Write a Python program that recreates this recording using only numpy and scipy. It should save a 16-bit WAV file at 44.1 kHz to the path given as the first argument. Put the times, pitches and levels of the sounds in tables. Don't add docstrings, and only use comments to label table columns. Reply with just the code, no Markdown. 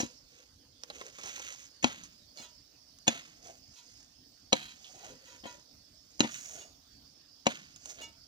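import sys
import numpy as np
from scipy import signal
from scipy.fft import rfft, irfft, next_fast_len
from scipy.io import wavfile
from scipy.ndimage import uniform_filter1d, map_coordinates

SR = 44100
rng = np.random.default_rng(int(sys.argv[2]) if len(sys.argv) > 2 else 0)


def store_wav(level_fs):
    pcm = np.round(np.clip(np.atleast_2d(level_fs), -1, 1) * 32767)
    wavfile.write(sys.argv[1], SR, pcm.T.astype(np.int16))


N = 364707


def amp(db):
    return 10 ** (np.asarray(db) / 20)


def unit(x):
    return x / np.sqrt(np.mean(x ** 2) + 1e-20)


def peak(x):
    return x / np.abs(x).max()


def along(points, hz):
    f, v = np.transpose(points)
    return np.interp(np.log(hz + 1), np.log(f + 1), v)


def curve(rows):
    s, value = np.transpose(rows)
    return np.interp(np.arange(N) / SR, s, value)


def wobble(knots_per_s):
    knots = rng.standard_normal(int(N * knots_per_s / SR) + 4)
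    return map_coordinates(knots, [np.arange(N) * knots_per_s / SR])


def filtered(x, response):
    n = x.shape[-1]
    m = next_fast_len(n + SR // 4)
    return irfft(rfft(x, m) * response(np.fft.rfftfreq(m, 1 / SR)), m)[..., :n]


def band(hz, lo_hz, hi_hz):
    high_pass = 1j * hz / lo_hz / (1 + 1j * hz / lo_hz)
    return (high_pass / (1 + 1j * hz / hi_hz)) ** 2


def resonance(hz, centre_hz, width_hz):
    damping = 1j * hz * width_hz
    return damping / (centre_hz ** 2 - hz ** 2 + damping)


def add(track, s, sound):
    part = track[..., round(s * SR):][..., :sound.shape[-1]]
    part += sound[..., :part.shape[-1]]


def burst(t, t60_s):
    decay = amp(-60 * (t / max(t60_s, .004)) ** 1.4)
    return rng.standard_normal(len(t)) * decay * (1 - np.exp(-t / .0004)) / 2


def grains(clicks_per_s, spread_db, clump_db):
    size = amp(spread_db * np.clip(rng.standard_normal(N), -2, 2))
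    clicks = (rng.random(N) < clicks_per_s / SR) * size * rng.choice([-1, 1], N)
    return (unit(clicks) + 0.6 * rng.standard_normal(N)) * amp(clump_db * wobble(130))


# f/Hz, likeness 0-1
LIKENESS = [(60, 1), (240, 0.71), (950, 0.029)]


def rush(spectrum, patchy_db):
    z = signal.stft(rng.standard_normal((2, N)), nperseg=512)[2]
    field = uniform_filter1d(rng.standard_normal(z.shape[1:]), 5, 0)
    field = uniform_filter1d(field, 10, 1)
    pair = signal.istft(z * amp(patchy_db * unit(field)), nperseg=512)[1][:, :N]

    def mid_side(hz):
        angle = np.arccos(np.clip(along(LIKENESS, hz), -1, 1)) / 2
        return amp(along(spectrum, hz)) * [np.cos(angle), np.sin(angle)]

    mid, side = filtered(pair, mid_side)
    return unit(np.array([mid + side, mid - side]))


# f/Hz, density/dB per Hz
CICADA_SHAPE = [(3950, -31.5), (4490, -8), (5290, -7), (6060, -19.5), (7500, -38), (16500, -120)]
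# t/s, level/dB
CHORUS_LEVEL = [(0.0, -62), (0.53, -68), (1.15, -63.5), (8.27, -64)]
# f/Hz, density/dB per Hz
AIR_SHAPE = [(20, -0.5), (60, 4), (200, -11.5), (270, -3), (370, -18.5), (2300, -25.5), (4000, -18),
             (8200, -31), (12000, -32.5), (15400, -24.5), (15900, -58.5)]
AIR_DB = -61.5


def outdoors():
    buzz = amp(curve(CHORUS_LEVEL) + 0.45 * np.array([wobble(120), wobble(150)]))
    chorus = buzz * rush(CICADA_SHAPE, patchy_db=3)
    drift = amp(.8 * wobble(2))
    return chorus + amp(AIR_DB) * drift * rush(AIR_SHAPE, patchy_db=3.5)


# full strength t/s, swell/s, hold/s, grit level/dB, lumps level/dB, sand level/dB
CLAY_SHIFTS = [(0.0, .01, 0.0071, -43, -50.5, -42.5), (0.366, 0.18, 0.053, -63.5, -70, -63.5),
               (0.955, 0.14, 0.12, -55.5, -56, -54.5), (1.24, 0.18, 0.27, -48.5, -63, -48),
               (1.606, 0.058, 0.024, -57, -76, -53.5), (2.381, 0.038, 0.041, -55.5, -57.5, -52.5),
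               (3.465, 0.095, 0.034, -59, -55.5, -54.5), (3.726, 0.13, 0.3, -70.5, -83, -63),
               (4.892, 0.26, 0.066, -68.5, -73, -56.5), (5.046, 0.24, 0.047, -57, -52.5, -56),
               (5.316, 0.27, 0.024, -58, -63.5, -58), (5.482, 0.045, 0.052, -57.5, -59.5, -56),
               (6.315, 0.0092, 0.037, -49.5, -76, -44.5), (6.534, 0.42, 0.0091, -56.5, -63, -48),
               (6.569, 0.11, 0.05, -56, -54.5, -65), (7.886, 0.1, 0.033, -58, -61, -49),
               (8.005, 0.06, 0.0099, -49, -53, -56)]
# grit, lumps, sand, rumble [dB/s]
SETTLE_FALL = [194, 185, 157.3, 114]
# grit, lumps, sand, rumble level/dB
TRICKLE_LEVEL = [-89.5, -79.5, -74, -90.5]
SWELL_DB, RUMBLE_RE_LUMPS_DB = 20, -10.5
HARD_DB = -16
DEBRIS_S, DEBRIS_DB, DEBRIS_DB_PER_S = 0.026, [-42, -51, -48, -52], [101, 145, 76, 73]


def flow():
    t = np.arange(0, N / SR + .01, .002)
    events = [(s + DEBRIS_S, DEBRIS_S, 0, DEBRIS_DB, DEBRIS_DB_PER_S)
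              for s, crack_db, *_ in BLOW_EVENTS if crack_db > HARD_DB]
    for s, swell_s, hold_s, grit_db, lumps_db, sand_db in CLAY_SHIFTS:
        levels_db = [grit_db, lumps_db, sand_db, lumps_db + RUMBLE_RE_LUMPS_DB]
        events.append((s, swell_s, hold_s, levels_db, SETTLE_FALL))
    power = amp(TRICKLE_LEVEL)[:, None] ** 2 + 0 * t
    for s, swell_s, hold_s, levels_db, fall in events:
        before_s, after_s = np.maximum(s - t, 0), np.maximum(t - s - hold_s, 0)
        db = np.c_[list(levels_db)] - SWELL_DB * before_s / swell_s - np.c_[list(fall)] * after_s
        power = power + amp(db) ** 2
    return [np.interp(np.arange(N) / SR, t, np.sqrt(p)) for p in power]


# f/Hz, density/dB per Hz
SAND_SHAPE = [(2650, -10.5), (4500, -6.5), (6400, 11.5), (9920, -14), (11300, -39.5), (12500, -14),
              (15300, -9.5), (15900, -49)]
# t/s, f/Hz
HOLE_HUM = [(1.03, 498), (3.4, 692.5), (5.06, 748), (5.09, 514.7), (6.4, 676.4)]
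HOLE_HALF_WIDTH_HZ, HOLE_RE_GRIND_DB = 70, 1


def soil():
    grit_gain, grind_gain, sand_gain, rumble_gain = flow()
    shower = grains(1600, spread_db=6, clump_db=2)
    grit = unit(filtered(shower, lambda hz: band(hz, 1100, 4300) ** 2))
    sand = unit(filtered(shower, lambda hz: amp(along(SAND_SHAPE, hz))))

    lumps = grains(500, spread_db=2, clump_db=1.5)
    slow_lumps = filtered(lumps, lambda hz: 1 / (1 + 1j * hz / HOLE_HALF_WIDTH_HZ) ** 2)
    hum = slow_lumps * np.sin(2 * np.pi * np.cumsum(curve(HOLE_HUM)) / SR)
    dull = unit(filtered(lumps, lambda hz: band(hz, 290, 570) ** 2))
    grind = unit(dull + amp(HOLE_RE_GRIND_DB) * unit(hum))
    rumble = unit(filtered(lumps, lambda hz: band(hz, 170, 220) ** 3))
    return rumble_gain * rumble + grit_gain * grit + grind_gain * grind + sand_gain * sand


# t/s, length/s, level/dB, brightest f/Hz, floor of far modes/dB, sideways share 0-1
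RUB_EVENTS = [(0, 0.017, -43.5, 5170, -22, 0.58), (2.372, 0.03, -51, 4320, -13.5, 0.05),
              (2.42, 0.016, -52.5, 3570, -7, 0.56), (3.756, 0.0324, -59, 3580, -10, 0.64),
              (4.547, 0.13, -51.5, 3310, -20, 0.8), (4.952, 0.16, -63, 4330, -6, 1),
              (5.269, 0.057, -59.5, 5800, -9.5, 1), (5.457, 0.015, -50, 5800, 0, 0.84),
              (6.3, 0.15, -52, 5600, -20, 0.1), (6.461, 0.16, -53, 6800, -30, 1),
              (6.604, 0.011, -58.5, 3220, -10, 0.05), (8.012, 0.023, -46, 3050, -4.5, 0.04)]
FLAT_MODES = [915, 1297, 1744, 2261, 2855, 3500, 4200, 4972, 5775, 6645, 7560, 8545]
FLAT_LEVEL = [-3.5, -8, -9.5, 1.5, 4.5, 2, 0.5, -2, -0.5, 5, -11.5, -20]
EDGE_MODES = [969, 1416, 1943, 2538, 3208, 3955, 4765, 5645, 6600]
EDGE_LEVEL = [6.5, 1.8, -0.5, 6, 2.5, 5, -4, -8.5, 5.5]
GRIP_DB = 58.5
LET_GO_S = 0.012


def bar():
    out, t = np.zeros(N), np.arange(SR // 2) / SR
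    mode_hz = np.array(list(FLAT_MODES) + list(EDGE_MODES), float)[:, None]
    for s, length_s, db, bright_hz, far_db, share in RUB_EVENTS:
        catch = amp(2.5 * np.repeat(rng.standard_normal(len(t) // 130 + 1), 130)[:len(t)])
        fade = np.exp(-np.maximum(t - length_s, 0) / (LET_GO_S + length_s / 5))
        rub = rng.standard_normal(len(t)) * catch * fade
        width_hz = (4 + .0028 * mode_hz) * (1 + (length_s / .075) ** 2)
        rings = filtered(rub, lambda hz: resonance(hz, mode_hz, width_hz))
        rings /= np.linalg.norm(rings, axis=1, keepdims=True)
        grip_db = np.maximum(-GRIP_DB * np.log2(mode_hz[:, 0] / bright_hz) ** 2, far_db)
        grip_db = grip_db + rng.normal(0, 1.5, len(mode_hz))
        strength = np.r_[(1 - share) * amp(FLAT_LEVEL), share * amp(EDGE_LEVEL)]
        ring = (strength * amp(grip_db)) @ rings
        rms = np.sqrt(np.mean(ring[t < length_s + .03] ** 2))
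        add(out, s, amp(db) * ring / rms)
    return out


# t/s, crack peak level/dB, thud peak re crack/dB, treble lift of crack/dB,
# crack t60/s, thud centre f/Hz
BLOW_EVENTS = [(0.0014, -19, -5, 4, 0.054, 500), (0.0312, -39.5, 14.5, -10, 0.0081, 190),
               (1.8265, -24.5, -22, 5.5, 0.084, 500), (1.8368, -28, -2, -2, 0.25, 300.3),
               (1.8429, -4, -12, -8, 0.0074, 334.3), (2.4, -64.5, 19, 2, 0.021, 266),
               (3.0691, -27.5, -14, 1, 0.25, 444), (3.0791, -4.5, -11.5, -2.5, 0.014, 480),
               (3.0844, -20.5, -27.5, 5, 0.0078, 600), (4.5238, -23, -6.5, -7, 0.0079, 604),
               (4.5285, -5, -7.5, -7, 0.014, 710), (5.436, -40, 0, -9, 0.22, 450),
               (5.455, -40, 8, -14, 0.035, 477), (6.1937, -24.5, -17, 3.5, 0.12, 446),
               (6.2049, -2.5, -12.5, -1, 0.0083, 320), (6.2311, -26.5, 0, -6, 0.11, 302),
               (6.2448, -30, 6, -9, 0.041, 291), (7.457, -32, -11, -3, 0.048, 453),
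               (7.4669, -9, -3, -5.5, 0.015, 646)]
# f/Hz, density/dB per Hz
CRACK_SHAPE = [(530, 3), (900, -3), (1300, -10), (2000, -0.5), (2710, 0), (3850, -5.5), (4790, -13),
               (6730, 1), (8260, -15), (12000, -29.5), (15300, -23.5), (16300, -66.5)]
# f/Hz, level/dB, t60/s
FLOOR_MODES = [(138, -4, 0.052), (234, -0.5, 0.1), (291, -2.5, 0.066), (523, -0.5, 0.038), (724, 4, 0.024),
               (946, -10, 0.072)]
BURIED_WIDTH_HZ, STRUCK_SCATTER_DB = 130, 6
THUD_FOCUS_DB = 3


def blows():
    out, t = np.zeros(N), np.arange(SR // 4) / SR
    bar_hz = list(FLAT_MODES) + list(EDGE_MODES)
    for s, crack_db, thud_db, lift_db, t60_s, centre_hz in BLOW_EVENTS:
        mode_gain = amp(STRUCK_SCATTER_DB * rng.standard_normal(len(bar_hz)))

        def through_bar(hz):
            lift = lift_db * np.clip((hz - 4800) / 900, 0, 1)
            iron = .5 + sum(g * resonance(hz, f, BURIED_WIDTH_HZ) for f, g in zip(bar_hz, mode_gain))
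            high_pass = (1j * hz / (300 + 1j * hz)) ** 2
            return amp(along(CRACK_SHAPE, hz) + lift) * iron * high_pass

        crack = filtered(burst(t, t60_s), through_bar)
        thud = np.zeros(len(t))
        for hz, db, decay_s in FLOOR_MODES:
            spot_db, detune = rng.normal(0, 2), rng.normal(0, .025)
            focus_db = THUD_FOCUS_DB * np.log2(hz / centre_hz) ** 2
            level = amp(db + spot_db - focus_db - 60 * (t / decay_s) ** 0.67)
            thud -= level * np.sin(2 * np.pi * hz * (1 + detune) * t)
        thud = filtered(thud * (1 - np.exp(-t / .0012)), lambda hz: 1j * hz / (120 + 1j * hz))
        add(out, s, amp(crack_db) * peak(crack) + amp(crack_db + thud_db) * peak(thud))
    return out


# f/Hz, t60/s
PIT_DECAY = [(200, .09), (9000, .035)]


def pit(x):
    out = np.zeros((2, N))
    for s in range(N // SR + 1):
        hz, t, z = signal.stft(rng.standard_normal((2, SR // 8)), SR, nperseg=256)
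        decay = amp(-60 * t / along(PIT_DECAY, hz)[:, None])
        tail = signal.istft(z * decay, SR, nperseg=256)[1]
        tail = tail / np.linalg.norm(tail[0])
        delayed = np.pad(x[s * SR:][:SR], (130, 0))
        add(out, s, signal.fftconvolve(delayed[None], tail, axes=1))
    return out


# t/s, snap peak level/dB, knock peak re snap/dB, snap t60/s, snap f/Hz
CLOD_EVENTS = [(0.835, -29, -13, 0.013, 5700), (0.9004, -30.5, -1, 0.025, 4050),
               (1.012, -36, 3, 0.018, 3600), (1.065, -36, -14, 0.0098, 6400),
               (1.1845, -38, 0.5, 0.039, 6560), (1.2346, -35.5, -4.5, 0.063, 5540),
               (1.259, -33.5, -5.5, 0.12, 6100), (1.291, -36.5, -6.5, 0.046, 6000),
               (1.378, -40, 1, 0.012, 6350), (1.396, -35, -1, 0.032, 5930),
               (1.4493, -39.5, -9, 0.026, 6130), (1.524, -32.5, -16.5, 0.038, 6330),
               (1.547, -35.5, -10, .014, 6540), (2.036, -35.5, -44, 0.091, 6470),
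               (2.373, -36.5, -14, 0.0124, 4840), (2.9864, -40.5, -30, 0.014, 6440),
               (3.471, -40.5, -20, 0.022, 6260), (4.8438, -38.5, -32, 0.15, 3380),
               (7.7605, -37, -26, 0.026, 6430), (7.857, -28.5, -17.5, 0.022, 6450),
               (7.8965, -34, -28, 0.054, 6450)]
SNAP_WIDTH_HZ = 740


def clods():
    out, t = np.zeros(N), np.arange(SR // 8) / SR
    for s, snap_db, knock_db, t60_s, snap_hz in CLOD_EVENTS:
        breaking = burst(t, t60_s) + 2.5 * burst(t, .006)
        snap = filtered(breaking, lambda hz: band(hz, 1200, 3600)
                        * (0.12 + resonance(hz, snap_hz, SNAP_WIDTH_HZ)))
        knock = filtered(burst(t, 1.38 * t60_s), lambda hz: band(hz, 314, 1600))
        add(out, s, amp(snap_db) * peak(snap) + amp(snap_db + knock_db) * peak(knock))
    return out


LEFT_LAG_SAMPLES = 8


def scene():
    hits, loose, ring = blows(), clods() + soil(), bar()
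    near = hits * amp([[3.5], [-3.5]]) + loose * amp([[.4], [-.4]])

    def around_housing(hz):
        lag = 2 * np.pi * hz * LEFT_LAG_SAMPLES / SR
        return np.exp(-1j * (lag + .6 * np.arctan(hz / 700)))

    near[0] = filtered(near[0], around_housing)
    near += ring * amp([[1.5], [-1.5]])
    return amp(-1.0) * near + amp(-12.5) * pit(hits + loose + ring) + outdoors()


# f/Hz, left minus right/dB
MIC_DIFFERENCE = [(150, -2.2), (380, 0.6), (2380, -3), (5980, -11.5), (15000, -0.5)]
TOP_HZ = 16300


def record(dry):
    def microphones(hz):
        bass_cut = (1j * hz / (70 + 1j * hz)) ** 2
        return bass_cut * amp(along(MIC_DIFFERENCE, hz) * [[.5], [-.5]]) * (hz < TOP_HZ)

    return filtered(dry, microphones)


dry = scene()
out = record(dry)
store_wav(out)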